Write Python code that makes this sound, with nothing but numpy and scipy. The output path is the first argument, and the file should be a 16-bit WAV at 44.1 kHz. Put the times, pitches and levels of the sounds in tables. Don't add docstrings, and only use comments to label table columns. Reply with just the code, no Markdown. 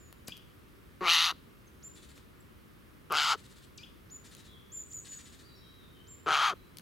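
import sys
import numpy as np
from scipy import signal
from scipy.fft import rfft, irfft, next_fast_len
from scipy.io import wavfile
from scipy.ndimage import uniform_filter1d, map_coordinates

SR = 44100
rng = np.random.default_rng(int(sys.argv[2]) if len(sys.argv) > 2 else 0)


def transcribe(signal):
    frames = np.atleast_2d(signal).T
    limited = np.clip(frames, -1, 1)
    pcm = np.round(limited * 32767).astype(np.int16)
    wavfile.write(sys.argv[1], SR, pcm)


N = 300321

# start_s, length_s, first_hz, last_hz, level_db, upsweep_share
WHISTLE_NOTES = [(-.06, 0.16, 7500, 6770, -66, .3), (1.668, 0.019, 6730, 6220, -54, 0.092),
                 (1.824, 0.063, 7210, 7180, -49.5, 0.7), (2.402, 0.013, 7840, 7500, -53, 0.035),
                 (4.098, .078, 7000, 7010, -50.5, 0.68), (4.718, 0.11, 7390, 6850, -43.5, 0.19),
                 (4.902, 0.0804, 7230, 6950, -46.5, 0.28), (4.921, 0.088, 7170, 6725, -46, 0.74),
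                 (5.077, 0.11, 7080, 6760, -48.5, 0.33), (6.068, 0.092, 7460, 7240, -53.5, 0.7)]
# frequency_hz, relative_db
RUMBLE_SPECTRUM = [(13, -56), (22, -14), (72, -1), (97, -4.5), (184, -6.5), (387, -10), (750, -25),
                   (1170, -18), (3150, -27), (4500, -32.5), (7000, -38), (7600, -38), (8970, -36),
                   (12100, -34), (16000, -35.5)]
# frequency_hz, coherence
RUMBLE_COHERENCE = [(60, 0.3), (150, 0.48), (380, 0.051), (950, 0.05), (2380, 0.021), (5980, 0.66),
                    (15000, 0.44)]
# start_s, tick_peak_db, thud_re_tick_db
IMPACTS = [(.127, -36, -6.5), (.281, -27.5, -20), (0.2836, -30, 3), (.289, -43, 7), (.295, -41, 0),
           (.369, -38, -16), (.377, -40.5, -11), (1.312, -41, -29), (2.178, -45, 1), (3.123, -22.5, -26),
           (4.350, -36, -30), (4.368, -44, -20), (6.771, -33, -30), (6.7853, -30.5, -14), (6.796, -42, 2)]
# frequency_hz, gain_db
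TICK_SPECTRUM = [(500, -46), (2500, -5), (4800, -8), (7000, -9.5), (11000, -6.5), (16000, -15.5)]
# frequency_hz, gain_db
THUD_SPECTRUM = [(80, 12.5), (350, -4), (700, -12), (1400, -8.5), (3000, -13), (8000, -55)]
# start_s, time_to_flick_s, plunge_db, held_db, flick_db
CHIRP_NOTES = [(0.269, 0.05, -51, -57.5, -42), (3.773, .059, -51, -59.5, -50)]
# opening_s, shutting_s, flap_hz, jitter_share,
# final_leak_share, open_mouth_hz, first_beak_hz, tone_hz, final_tone_db, first_hollow_db, last_hollow_db
SCREECH_GESTURES = [(0.1, 0.0117, 166, .03, .4, 890, 1880, 390, -7, -34.5, -50),
                    (0.056, .014, 146, .06, .68, 920, 2770, 446, -1.5, -41.5, -42),
                    (0.024, .021, 141, .06, 0.9, 884, 2920, 410, 4, -36, -41.5)]
# time_s, voice_db, rasp_db, windpipe_hz
SCREECH_CURVES = [
    [(1.008, -43.5, -47, 1160), (1.016, -37.5, -49.5, 1115), (1.086, -27.5, -24.5, 1276),
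     (1.102, -34, -22.5, 1250), (1.252, -35.5, -26.5, 1274), (1.306, -34.5, -34.5, 1290),
     (1.314, -40, -36.5, 1240), (1.328, -48, -68, 1270)],
    [(3.1, -44, -56, 1270), (3.12, -29, -42, 1250), (3.182, -31, -27.5, 1380), (3.224, -32.5, -30.5, 1420),
     (3.272, -31.5, -31.5, 1235), (3.324, -27, -30.5, 1330), (3.34, -31, -38, 1310),
     (3.362, -51, -63, 1260)],
    [(6.261, -39, -47, 1290), (6.281, -27, -39.5, 1306), (6.349, -27, -29, 1300), (6.371, -29, -33.5, 1300),
     (6.453, -26, -31, 1300), (6.501, -30.5, -35.5, 1270), (6.535, -43, -59, 1290), (6.543, -66, -73, 1300)],
]
# centre_hz, width_hz, gain_db
THROAT_FORMANTS = [
    [(1925, 440, -1.5), (2820, 480, 0), (3880, 1040, 0), (4520, 310, -6.5), (5940, 1570, -11.5),
     (9900, 1100, -20), (12630, 1000, -21.5)],
    [(2150, 470, 0.5), (3020, 570, 0.5), (3930, 1000, -3.5), (4700, 1100, -2.5), (6460, 1400, -10.5),
     (7460, 830, -12), (10500, 2000, -21.5), (14100, 900, -25)],
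    [(1880, 1700, -2.5), (2390, 420, 0), (3180, 350, 1.5), (3860, 1050, -5.5), (4620, 740, -8.5),
     (6250, 1500, -12), (9400, 1200, -22.5), (11800, 3300, -30)],
]
# start_s, note_count, spacing_s, first_db, fade_db_per_s
CHURR_BOUTS = [(1.948, 4, 0.067, -59, 18), (3.369, 5, 0.061, -61, 8), (4.237, 4, .0668, -57.5, 18),
               (5.041, 6, .0686, -54.5, 17.5)]
# frequency_hz, gain_db
CHURR_SPECTRUM = [(900, -28), (1700, -5.5), (2500, -11.5), (3700, -2.5), (5500, -11), (7500, -7.5),
                  (10500, -14.5), (15000, -31)]
# start_s, length_s, first_hz, last_hz, level_db
FAR_NOTES = [(4.357, 0.079, 4010, 3730, -69), (4.478, 0.099, 3430, 3297, -65),
             (4.85, 0.22, 8100, 7800, -67.5), (5.027, .16, 7930, 7950, -66.5),
             (5.431, 0.038, 4380, 4970, -64), (5.485, 0.055, 3994, 3830, -66.5),
             (5.55, 0.029, 5740, 4830, -66.5), (5.609, 0.089, 3805, 3840, -66.5),
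             (5.618, 0.095, 3220, 3230, -75), (5.781, 0.083, 3760, 3670, -69.5),
             (5.941, 0.067, 3130, 3040, -69), (6.559, 0.055, 3960, 3970, -73.5)]
# frequency_hz, share_of_longest_decay
DECAY_SHARES = [(300, 0.25), (1500, 0.6), (3500, 1), (7500, 0.62), (15000, 0.9)]
# frequency_hz, left_minus_right_db
PORT_LEVELS = [(60, -2), (150, 0), (380, 2.5), (950, 2.5), (2380, 2.5), (5980, 0.6), (15000, 2.5)]
# frequency_hz, left_lead_rad
PORT_LEADS = [(0, 0), (260, 0.67), (1290, -0.47), (1890, 0.79), (2330, -0.3), (14900, -0.2),
              (16300, -0.078)]


def from_db(db):
    return 10 ** (np.asarray(db) / 20)


def rms_one(x):
    return x / np.sqrt(np.mean(x ** 2) + 1e-20)


def evened(x, size):
    return x / np.sqrt(uniform_filter1d(uniform_filter1d(x ** 2, size), size) + 1e-12)


def at_hz(points, hz):
    known_hz, values = np.transpose(points)
    return np.interp(np.log(np.maximum(hz, 1)), np.log(known_hz), values)


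def bins(size):
    return np.fft.rfftfreq(size, 1 / SR)


def drift(t, knots_per_s):
    knots = rng.standard_normal(1024)
    return map_coordinates(knots, [(t - t[0]) * knots_per_s], order=3, mode="wrap")


def fade(t, rise_s, fall_s):
    ramp = np.minimum((t - t[0]) / rise_s, (t[-1] - t) / fall_s)
    return np.sin(np.pi / 2 * np.clip(ramp, 0, 1)) ** 2


def phase_of(hz):
    return 2 * np.pi * np.cumsum(hz) / SR


def add(track, t, sound):
    at = round(t[0] * SR) + np.arange(len(sound))
    inside = (at >= 0) & (at < N)
    track[at[inside]] += sound[inside]


def shaped(x, gain_at, size=2048):
    cepstrum = irfft(np.log(gain_at(bins(size)) + 1e-6))
    cepstrum[1:size // 2] *= 2
    cepstrum[size // 2 + 1:] = 0
    return signal.fftconvolve(x, irfft(np.exp(rfft(cepstrum))))[:len(x)]


def coloured(x, spectrum):
    return shaped(x, lambda hz: from_db(at_hz(spectrum, hz)))


def above(x, edge_hz):
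    return shaped(x, lambda hz: hz ** 6 / (hz ** 6 + float(edge_hz) ** 6))


def resonant(x, modes):
    def gain_at(hz):
        peaks = [from_db(db) / (1 + ((hz - centre) / (0.54 * width)) ** 2) for centre, width, db in modes]
        return np.linalg.norm(peaks, axis=0)
    return shaped(x, gain_at)


def formant(x, hz, widths_hz, block=64):
    x = x.copy()
    for width in widths_hz:
        radius, state = np.exp(-np.pi * width / SR), np.zeros(2)
        zeros = [1 - radius, 0, radius - 1]
        for i in range(0, len(x), block):
            poles = [1, -2 * radius * np.cos(2 * np.pi * hz[i] / SR), radius ** 2]
            x[i:i + block], state = signal.lfilter(zeros, poles, x[i:i + block], zi=state)
    return evened(x, 500)


def whistles(waver, flutter_db, octave_db=-23, attack_s=0.017):
    out = np.zeros(N)
    for start, length, first_hz, last_hz, db, upsweep in WHISTLE_NOTES:
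        age = np.arange(0, length, 1 / SR)
        glide_hz = first_hz + (last_hz - first_hz) * age / length
        sweep = 1 - upsweep * np.exp(-age / 0.0045)
        hook = 1 - 0.027 * np.exp((age - length) / 0.0018)
        phase = phase_of(glide_hz * sweep * hook * (1 + waver * drift(age, 266.4)))
        tone = np.sqrt(2) * (np.sin(phase) + from_db(octave_db) * np.sin(2 * phase))
        envelope = (1 - 0.81 * np.exp(-(age / attack_s) ** 2)) * fade(age, 0.0017, 0.008)
        add(out, start + age, tone * envelope * from_db(db + flutter_db * drift(age, 121)))
    return out


def rumble(level_db):
    size = next_fast_len(N)
    hz = bins(size)
    coherence = at_hz(RUMBLE_COHERENCE, hz)
    mid, side = rfft(rng.standard_normal((2, size)))
    ears = np.sqrt(1 + coherence) * mid + np.sqrt(1 - coherence) * side * np.array([[1], [-1]])
    sound = irfft(ears * from_db(at_hz(RUMBLE_SPECTRUM, hz)), size)[:, :N]
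    return from_db(level_db) * rms_one(sound)


def taps(tick_s, thud_s):
    out, age = np.zeros(N), np.arange(2048) / SR
    for start, db, thud_db in IMPACTS:
        tick = coloured(rng.standard_normal(len(age)) * np.exp(-age / tick_s), TICK_SPECTRUM)
        thud = coloured(rng.standard_normal(len(age)) * np.exp(-age / thud_s), THUD_SPECTRUM)
        impact = tick / abs(tick).max() + from_db(thud_db) * thud / abs(thud).max()
        add(out, start + age, from_db(db) * impact)
    return signal.sosfilt(signal.butter(2, 200, "high", fs=SR, output="sos"), out)


def chirps(top_hz=8200, low_hz=2174, rise_hz_per_s=7200, plunge_s=0.0085, flick_hz=850, flick_s=0.0085):
    out = np.zeros(N)
    for start, hold_s, plunge_db, held_db, flick_db in CHIRP_NOTES:
        age = np.arange(0, hold_s + 2 * flick_s, 1 / SR)
        plunge = np.exp(-(age / plunge_s) ** 2)
        flicks = np.maximum(age - hold_s, 0) / flick_s
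        arch = np.sin(np.pi * flicks) ** 2
        hz = low_hz + (top_hz - low_hz) * plunge + rise_hz_per_s * age + flick_hz * arch
        phase = phase_of(hz * (1 + 0.0074 * drift(age, 483)))
        flick_gain = from_db(flick_db - 14 * (flicks > 1)) * np.sqrt(arch)
        gain = from_db(held_db) + from_db(plunge_db) * np.sin(np.pi * plunge) + flick_gain
        octave_gain = from_db(held_db + 1 - 130 * age) * (1 - plunge) * np.exp(-2 * flicks)
        tone = np.sqrt(2) * (gain * np.sin(phase) + octave_gain * np.sin(2 * phase))
        add(out, start + age, tone * fade(age, 0.0026, 0.002))
    return out


def syrinx(t, flap_hz, jitter, final_leak, first_leak=0.1, leak_grows_s=0.16, burst_s=0.0033):
    age = t - t[0]
    rate_hz = flap_hz * (1 + 0.14 * np.exp(-age / 0.06))
    leak = first_leak + (final_leak - first_leak) * np.minimum(age / leak_grows_s, 1) ** 2
    cycles = np.cumsum(rate_hz * (1 + (jitter + 0.25 * leak ** 3) * drift(t, 170))) / SR
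    flap, flap_age = cycles.astype(int), cycles % 1 / rate_hz
    strength = from_db(1.2 * rng.standard_normal(128)[flap])
    opens = np.diff(flap, prepend=-1) > 0
    flow = leak + (1 - leak) * np.exp(-(flap_age / burst_s) ** 4)
    return -strength * opens, strength * flow


def clear_tone(t, pitch_hz, windpipe_hz, mouth_hz):
    phase = phase_of(pitch_hz * (1 + 0.012 * drift(t, 250)))
    harmonic = np.arange(1, 6)[:, None]
    windpipe_gain = 1 / (1 + ((harmonic * pitch_hz - windpipe_hz) / 160) ** 2)
    mouth_gain = 0.21 / (1 + ((harmonic * pitch_hz - mouth_hz) / 150) ** 2)
    return evened(np.sum((windpipe_gain + mouth_gain) * np.sin(harmonic * phase), axis=0), 900)


def screech(curve, throat, gesture, gape_s=0.11, first_mouth_hz=690, open_beak_hz=3260):
    (opening_s, shutting_s, flap_hz, jitter, final_leak, open_mouth_hz, first_beak_hz,
     tone_hz, final_tone_db, first_hollow_db, last_hollow_db) = gesture
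    times, *columns = np.transpose(curve)
    t = np.arange(times[0], times[-1], 1 / SR)
    age, remaining = t - t[0], t[-1] - t
    voice_db, rasp_db, windpipe_hz = [np.interp(t, times, column) for column in columns]
    gape = 1 - np.exp(-(age / gape_s) ** 2)
    shut = np.exp(-remaining / shutting_s)
    sink = 1 - 0.58 * shut
    mouth_hz = (first_mouth_hz + (open_mouth_hz - first_mouth_hz) * gape) * sink
    beak_hz = first_beak_hz + (open_beak_hz - first_beak_hz) * gape
    snaps, flow = syrinx(t, flap_hz, jitter, final_leak)
    throat_air, beak_air = flow * rng.standard_normal((2, len(t)))
    low_drive, high_drive = throat_air + 13.8 * snaps, throat_air + 4 * snaps

    windpipe = formant(low_drive, windpipe_hz, widths_hz=(192, 400))
    mouth = formant(low_drive, mouth_hz, widths_hz=(285, 650))
    tone_gain = from_db(final_tone_db - 60 * remaining)
    tone = tone_gain * clear_tone(t, tone_hz * sink, windpipe_hz, mouth_hz)
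    voice = evened(above(windpipe - from_db(-10) * mouth + tone, edge_hz=445), 600)

    beak = formant(beak_air, beak_hz, widths_hz=(700, 1200))
    beak_gain = from_db(-1.5 - 49 * abs(age - 0.069))
    treble = evened(above(resonant(high_drive, throat), edge_hz=1700), 500)
    treble_gain = 0.29 + 0.76 * np.clip(age / opening_s, 0, 1) ** 2
    rasp = evened(beak_gain * beak + treble_gain * treble, 600)

    hollow = evened(resonant(low_drive, [(390, 160, -4), (165, 45, -12.5)]), 500)
    onset_gain = from_db(first_hollow_db - 221 * age) * (1 - np.exp(-age / 0.0027))
    hollow_gain = onset_gain + from_db(last_hollow_db) * shut
    sound = from_db(voice_db) * voice + from_db(rasp_db) * rasp + hollow_gain * hollow
    return t, sound * fade(t, 0.00096, 0.0021)


def jay():
    out = np.zeros(N)
    for curve, throat, gesture in zip(SCREECH_CURVES, THROAT_FORMANTS, SCREECH_GESTURES):
        add(out, *screech(curve, throat, gesture))
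    return out


def churrs(length_s, buzz_hz):
    out = np.zeros(N)
    for start, count, spacing_s, db, fade_db_per_s in CHURR_BOUTS:
        for delay in spacing_s * np.arange(count):
            t = start + delay + np.arange(0, length_s, 1 / SR)
            buzz = 1 + 1.05 * np.sin(phase_of(buzz_hz * (1 + 0.075 * drift(t, 99))))
            note = rms_one(coloured(buzz * rng.standard_normal(len(t)), CHURR_SPECTRUM))
            add(out, t, from_db(db - fade_db_per_s * delay) * note * fade(t, 0.013, 0.011))
    return out


def far_song(warble):
    out = np.zeros(N)
    for start, length, first_hz, last_hz, db in FAR_NOTES:
        age = np.arange(0, length, 1 / SR)
        glide_hz = first_hz + (last_hz - first_hz) * age / length
        tone = np.sin(phase_of(glide_hz * (1 + warble * drift(age, 415))))
        add(out, start + age, from_db(db) * tone * fade(age, 0.0053, 0.018))
    return out


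def in_wood(x, pan_db, echo_db, t60_s):
    age = np.arange(SR) / SR
    edges_hz = [200, 1000, 2500, 5500, 10000, 17000]
    scatter = 0
    for low, high in zip(edges_hz, edges_hz[1:]):
        bandpass = signal.butter(2, [low, high], "band", fs=SR, output="sos")
        band = signal.sosfilt(bandpass, rng.standard_normal((2, SR)))
        decay_s = t60_s * at_hz(DECAY_SHARES, np.sqrt(low * high))
        scatter = scatter + band * from_db(-60 * age / decay_s)
    mid, side = scatter * (1 - np.exp(-age / 0.0009))
    ears = (mid + 0.5 * side * np.array([[1], [-1]])) / np.linalg.norm(mid)
    echo = signal.fftconvolve(x[None], ears, axes=1)[:, :N]
    return (x + from_db(echo_db) * echo) * from_db([[pan_db / 2], [-pan_db / 2]])


def at_ports(x):
    size = next_fast_len(N + 4096)
    hz, sides = bins(size), np.array([[0.5], [-0.5]])
    response = from_db(sides * at_hz(PORT_LEVELS, hz)) * np.exp(1j * sides * at_hz(PORT_LEADS, hz))
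    return irfft(rfft(x, size) * response, size)[:, :N]


def scene():
    near = at_ports(in_wood(jay(), pan_db=0, echo_db=-32.5, t60_s=0.51))
    pecks = in_wood(taps(tick_s=0.0007, thud_s=0.0018), pan_db=3.5, echo_db=-14, t60_s=0.21)
    thin = in_wood(whistles(waver=0.008, flutter_db=2.0), pan_db=0.5, echo_db=-8.5, t60_s=0.91)
    scold = in_wood(churrs(length_s=0.045, buzz_hz=419.3), pan_db=3.5, echo_db=-4.5, t60_s=0.4)
    swoops = in_wood(chirps(), pan_db=3.7, echo_db=-6, t60_s=0.49)
    far = in_wood(far_song(warble=0.023), pan_db=2.5, echo_db=5.5, t60_s=1.0)
    return near + pecks + thin + scold + swoops + far + rumble(level_db=-55.5)


def record(dry):
    return signal.sosfilt(signal.ellip(10, 0.1, 80, 15900, fs=SR, output="sos"), dry)


dry = scene()
out = record(dry)
transcribe(out)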